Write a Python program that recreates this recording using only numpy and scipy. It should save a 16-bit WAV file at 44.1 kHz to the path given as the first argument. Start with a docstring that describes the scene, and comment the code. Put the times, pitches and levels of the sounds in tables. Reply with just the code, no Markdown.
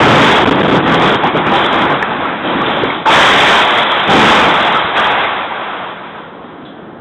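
"""On a wide paved square, a steel and glass structure tears loose and falls near an overloaded microphone.
Heavy members boom, beams and panels clang, shards shatter: random blows and noise set resonators ringing.
Single pieces strike and rattle out of the roar, and the facades answer them with a diffuse tail.
Behind it lies the even murmur of a distant town, made the same way as the debris.
The narrow-band microphone channel saturates, drops out for instants and is clipped again afterwards."""
import sys
import numpy as np
from scipy import signal
from scipy.fft import rfft, irfft, next_fast_len
from scipy.io import wavfile
from scipy.ndimage import uniform_filter1d

SR = 44100
rng = np.random.default_rng(int(sys.argv[2]) if len(sys.argv) > 2 else 0)


def wrap_up_sound(samples):
    """Save the sound to the file named by the first command line argument, as 16-bit audio."""
    columns = np.atleast_2d(samples).T
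    # keep every value between -1 and 1, then stretch to whole-number steps
    tamed = np.clip(columns, -1, 1)
    steps = np.round(tamed * 32767).astype(np.int16)
    wavfile.write(sys.argv[1], SR, steps)


N = 308832
T = np.arange(N) / SR  # time in seconds

# sections that give way one after another; columns:
# start t/s, swell t/s, hold t/s, basic fade/(dB/s), then boom, beams, panels, shards level/dB
SECTIONS = [(0, 0.0017, 0.12, 38, -9.5, -8.5, -17, -21), (0.111, 0.12, 0.19, 112, -13.5, -11, -17, -18.5),
            (0.405, 0.059, 0.051, 301, -6.5, -11.5, -21, -23),
            (0.494, 0.11, 0.16, 113, -9.5, -11.5, -21, -22.5),
            (0.819, 0.06, 0.074, 43.5, -9.5, -11, -20, -22.5),
            (0.961, 0.065, 0.13, 252, -18, -13.5, -22, -23), (1.175, 0.022, 0.3, 62, -21, -18, -27, -32.5),
            (1.226, 0.013, 0.036, 113, -15.5, -15, -22.5, -26),
            (1.324, 0.033, .02, 302, -11.5, -17.5, -21, -26),
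            (1.435, 0.028, 0.064, 7, -17.5, -15, -21.5, -27.5),
            (1.497, .07, 0.035, 37, -27, -13.5, -22, -18),
            (1.674, 0.069, 0.19, 125, -23.5, -14.5, -27, -40),
            (2.088, 0.015, 0.011, 123, -20.5, -16, -35, -34),
            (2.425, 0.027, 0.19, 27, -19.5, -19, -26.5, -27), (2.6, 0.089, .2, 60, -22.5, -20.5, -27, -26),
            (2.783, 0.036, 0.018, 203, -18, -30, -34, -35),
            (3.052, 0.0047, 0.08, 16, -20.5, -10, -25, -25.5),
            (3.055, 0.069, 0.45, 94, -22, -11, -13.5, -15), (3.45, .03, 0.049, 100, -28, -16, -20, -21),
            (3.56, 0.055, .45, 9.5, -27.5, -14, -19.5, -20.5),
            (4.045, 0.088, .12, 38, -11, -10.5, -17, -18.5), (4.14, 0.14, .05, 14.5, -20.5, -10, -16, -20),
            (4.705, 0.024, 0.026, 60, -28, -17, -27, -22.5),
            (4.945, .02, 0.056, 62, -36, -14.5, -19, -23.5), (4.993, 0.11, 0.1, 26, -34, -16, -20, -27.5),
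            (5.5, 0.081, 0.2, 36, -37, -26, -40.5, -39.5)]
# how much faster than the section's basic fade each part dies: boom, beams, panels, shards [factor]
FADE_FACTORS = [1.12, 0.8, 0.96, 0.93]
# tone colours of the falling parts; columns: f/Hz, relative level/dB per Hz
BOOM_COLOUR = [(50, -34.5), (90, -29.5), (150, -1.5), (230, 1.5), (400, 0.5), (600, -4), (800, -22)]
BEAM_COLOUR = [(350, -9.5), (550, -5.5), (850, 0), (1100, -1), (1500, -2.5), (1900, -13), (2400, -30)]
PANEL_COLOUR = [(1300, -15.5), (1700, 1), (2100, 3), (2600, 0), (2950, -3.5), (3300, -25)]
SHARD_COLOUR = [(2800, -23), (3100, 3.5), (3300, 5.5), (3550, 2.5), (3800, -5.5), (4200, -25)]
# single pieces that strike and ring out of the roar; columns:
# start t/s, peak level/dB before the echo, centre f/Hz, ring time to -60 dB t/s, rattle decay t/s
STRIKES = [(0.021, -2.5, 149, 0.07, 0.19), (.72, -3, 173, 0.18, 0.055), (1.235, 0.5, 782, 0.066, 0.012),
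           (1.35, -6, 606, .08, 0.013), (1.52, 0.5, 842, 0.077, 0.017), (2.025, 2.5, 1723, 0.023, 0.0031),
           (2.116, -8, 820, .012, 0.0032), (2.55, -9, 267, .07, 0.0091), (2.616, -6, 1080, 0.036, 0.0044),
           (2.662, -10, 3530, 0.04, 0.0036), (2.77, -4.5, 584, 0.018, .003), (2.835, 4, 450, 0.021, 0.0018),
           (2.9, -8, 2130, .015, .008), (3.055, -7, 1200, 0.024, .006), (3.062, 4.5, 908, 0.094, 0.03),
           (4.09, -6, 200, 0.034, 0.04), (4.174, -11, 220, .04, .01), (4.236, -5, 210, 0.052, 0.027),
           (4.09, 1, 806, .06, .05), (4.744, -1.5, 1264, 0.06, 0.028), (4.844, -15.5, 150, 0.057, .004),
           (4.99, -2, 1234, 0.065, 0.046), (5.06, -10, 827, 0.05, 0.22), (5.521, -7, 900, .012, 0.0025),
           (6.65, -31, 3320, .012, 0.061)]
# tone colour of the distant town; columns: f/Hz, relative level/dB per Hz
TOWN_COLOUR = [(60, -33), (110, -12), (200, 2), (400, 0), (900, -7.5), (1500, -10), (2500, -28),
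               (3300, -25), (4000, -36.5)]
# moments when the sound drops out; columns: middle t/s, length at full depth t/s, level change/dB
DROPOUTS = [(0.451, 0.0075, -19), (0.468, .003, -13), (0.503, 0.012, -16.5), (0.626, 0.0073, -15),
            (0.642, 0.0026, -10), (.675, 0.0059, -9), (0.707, 0.0049, -15), (0.819, 0.0089, -4)]

STEEPEN_DB_PER_S2 = 1.5  # makes the fades speed up, before FADE_FACTORS
LAST_LANDING_S, SETTLE_S = 5.1, 0.7  # blows start to thin out, time until none are left
OVERLOAD_KNEE_DB, OVERLOAD_SWELL = -15, 0.8  # beam level where extra loudness starts, extra dB per dB
FACADE_T60_S, FACADE_DB = 0.2, -13  # echo time to -60 dB, echo level
TOWN_DB = -31.5
RAIL, CLIP, KNEE_SHARPNESS = 0.7, 0.68, 11.7  # amplitude limits of the first and second stage
VOICE_HZ, TOP_HZ = 3956, 15800  # top of the voice band, top of the final output
DULL_HZ, DULL_DB = 8840, -3.5  # treble above this pitch is turned down by this much


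def roar():
    """Four kinds of debris follow the force of the fall, with an extra swell at the loudest moments."""
    boom_db, beams_db, panels_db, shards_db = collapse_db()
    beams = debris(BEAM_COLOUR, per_s=400, spread_db=4.0, cycles=12.34,
                   surge_db=0.5, surge_rate=20, wash_db=2.5)
    boom = debris(BOOM_COLOUR, per_s=150, spread_db=2.0, cycles=7.5,
                  surge_db=1.5, surge_rate=12, wash_db=2.0)
    panels = debris(PANEL_COLOUR, per_s=500, spread_db=3.0, cycles=17.2,
                    surge_db=1.5, surge_rate=25, wash_db=-1.0)
    shards = debris(SHARD_COLOUR, per_s=500, spread_db=5.5, cycles=37.3,
                    surge_db=0.5, surge_rate=23, wash_db=-0.5)
    parts = undb(beams_db) * beams + undb(boom_db) * boom
    parts += undb(panels_db) * panels + undb(shards_db) * shards
    # at full force the air carries far more than the microphone can pass
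    overload_db = OVERLOAD_SWELL * np.maximum(beams_db - OVERLOAD_KNEE_DB, 0)
    flutter_db = 0.91 * walk(30) + 0.95 * walk(12)
    return parts * undb(overload_db + flutter_db)


def collapse_db():
    """Level of each part: every section swells, holds and fades ever faster, and their powers add."""
    power = np.full((4, N), 1e-9)  # a tiny floor keeps the logarithm finite
    for start, swell, hold, fade, *part_db in SECTIONS:
        first = int(start * SR)
        t = T[first:] - start
        after = np.maximum(t - swell - hold, 0)
        drop_db = np.outer(FADE_FACTORS, fade * after + STEEPEN_DB_PER_S2 * after ** 2)
        rise = np.clip(t / swell, 0, 1)
        level = rise * undb(np.array(part_db)[:, None] - drop_db)
        power[:, first:] += level ** 2
    return 10 * np.log10(power)


def debris(colour, per_s, spread_db, cycles, surge_db, surge_rate, wash_db, count=14):
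    """Pieces of many sizes land at random over a wash of echoes; each size rings and surges on its own."""
    hz, db = np.transpose(colour)
    # once the last pieces are down only the smooth wash is left
    landing = np.clip(1 - (T - LAST_LANDING_S) / SETTLE_S, 0, 1)
    # the wash grows as the blows thin out, so the total power holds
    wash_level = np.sqrt(undb(2 * wash_db) + 1 - landing ** 2)
    out = 0
    for f in np.geomspace(hz[0], hz[-1], count):
        at = np.flatnonzero(rng.random(N) < per_s / SR)
        blow_db = spread_db * np.minimum(rng.exponential(size=len(at)), 4.5)
        blows = np.zeros(N)
        blows[at] = rng.choice([-1, 1], len(at)) * undb(blow_db)
        push = landing * unit(blows) + wash_level * rng.standard_normal(N)
        # two resonators in a row; each dies by 60 dB over the given number of cycles
        tone = unit(ring(ring(push, f, cycles / f), f, cycles / f))
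        # 10 log f: the bands are spaced by ratio, so higher ones are wider
        weight_db = np.interp(np.log(f), np.log(hz), db) + 10 * np.log10(f)
        out = out + undb(weight_db + surge_db * walk(surge_rate)) * tone
    return unit(out)


def strikes():
    """Each piece rings on a close, beating cluster of three modes while it rattles to rest."""
    out = np.zeros(N)
    detunes = rng.standard_normal((len(STRIKES), 3))
    for (start, db, hz, t60, rattle), detune in zip(STRIKES, detunes):
        i = int(start * SR)
        t = T[:min(int((t60 + 5 * rattle) * SR), N - i)]
        contact = rng.standard_normal(len(t)) * np.exp(-t / rattle)
        sound = sum(ring(contact, hz * (1 + 0.027 * d), t60) for d in detune)
        out[i:i + len(t)] += undb(db) * sound / np.max(np.abs(sound))
    return facades(out)


def facades(x):
    """Direct sound plus a diffuse echo off the buildings: fading noise that starts after 8 ms."""
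    t = T[:int(FACADE_T60_S * SR)]
    tail = rng.standard_normal(len(t)) * undb(-60 * t / FACADE_T60_S) * (t > 0.008)
    tail = tail / np.sqrt(np.sum(tail ** 2))
    return x + undb(FACADE_DB) * signal.fftconvolve(x, tail)[:N]


def town():
    """Even murmur of the distant town: mostly smooth noise through many short resonances."""
    murmur = debris(TOWN_COLOUR, per_s=970, spread_db=3.5, cycles=7.7,
                    surge_db=1.9, surge_rate=6, wash_db=13, count=20)
    return undb(TOWN_DB) * murmur


def undb(db):
    """Turn decibels into an amplitude factor."""
    return 10 ** (np.asarray(db) / 20)


def unit(x):
    """Scale to rms 1."""
    return x / np.sqrt(np.mean(x ** 2))


def walk(rate):
    """Random levels held 1 / rate s and smoothed twice; rms 1."""
    k = int(SR / rate)
    steps = np.repeat(rng.standard_normal(N // k + 1), k)
    smooth = uniform_filter1d(uniform_filter1d(steps, k), k)
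    return unit(smooth[:N])


def ring(x, hz, t60):
    """One damped mode struck by x; a unit impulse starts it ringing at about amplitude 1."""
    r = np.exp(-np.log(1000) / (t60 * SR))  # shrink per sample
    w = 2 * np.pi * hz / SR  # turn per sample
    return signal.lfilter([0, np.sin(w)], [1, -2 * r * np.cos(w), r * r], x)


def scene():
    """Roar and single strikes over the murmur of the town, at one microphone."""
    return (roar() + strikes() + town())[None]


def record(dry):
    """The preamp saturates, the channel is voice-band, and a later stage clips and dulls the crackle."""
    x = RAIL * np.tanh(dry / RAIL)
    # each dropout slides in and out over 0.83 ms
    gap_db = sum(db * np.clip((length / 2 - np.abs(T - middle)) / 0.00083 + 1, 0, 1)
                 for middle, length, db in DROPOUTS)
    x = signal.sosfilt(signal.butter(2, 60, "high", fs=SR, output="sos"), x * undb(gap_db))
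    x = signal.sosfilt(signal.cheby1(10, 0.3, VOICE_HZ, fs=SR, output="sos"), x)
    x = x / (1 + np.abs(x / CLIP) ** KNEE_SHARPNESS) ** (1 / KNEE_SHARPNESS)
    size = next_fast_len(N)
    hz = np.arange(size // 2 + 1) * SR / size
    dull_db = DULL_DB / (1 + np.exp((DULL_HZ - hz) / 120.0))
    x = irfft(rfft(x, size) * undb(dull_db), size)[:, :N]
    return signal.sosfilt(signal.ellip(8, 0.2, 70, TOP_HZ, fs=SR, output="sos"), x)


dry = scene()
out = record(dry)
wrap_up_sound(out)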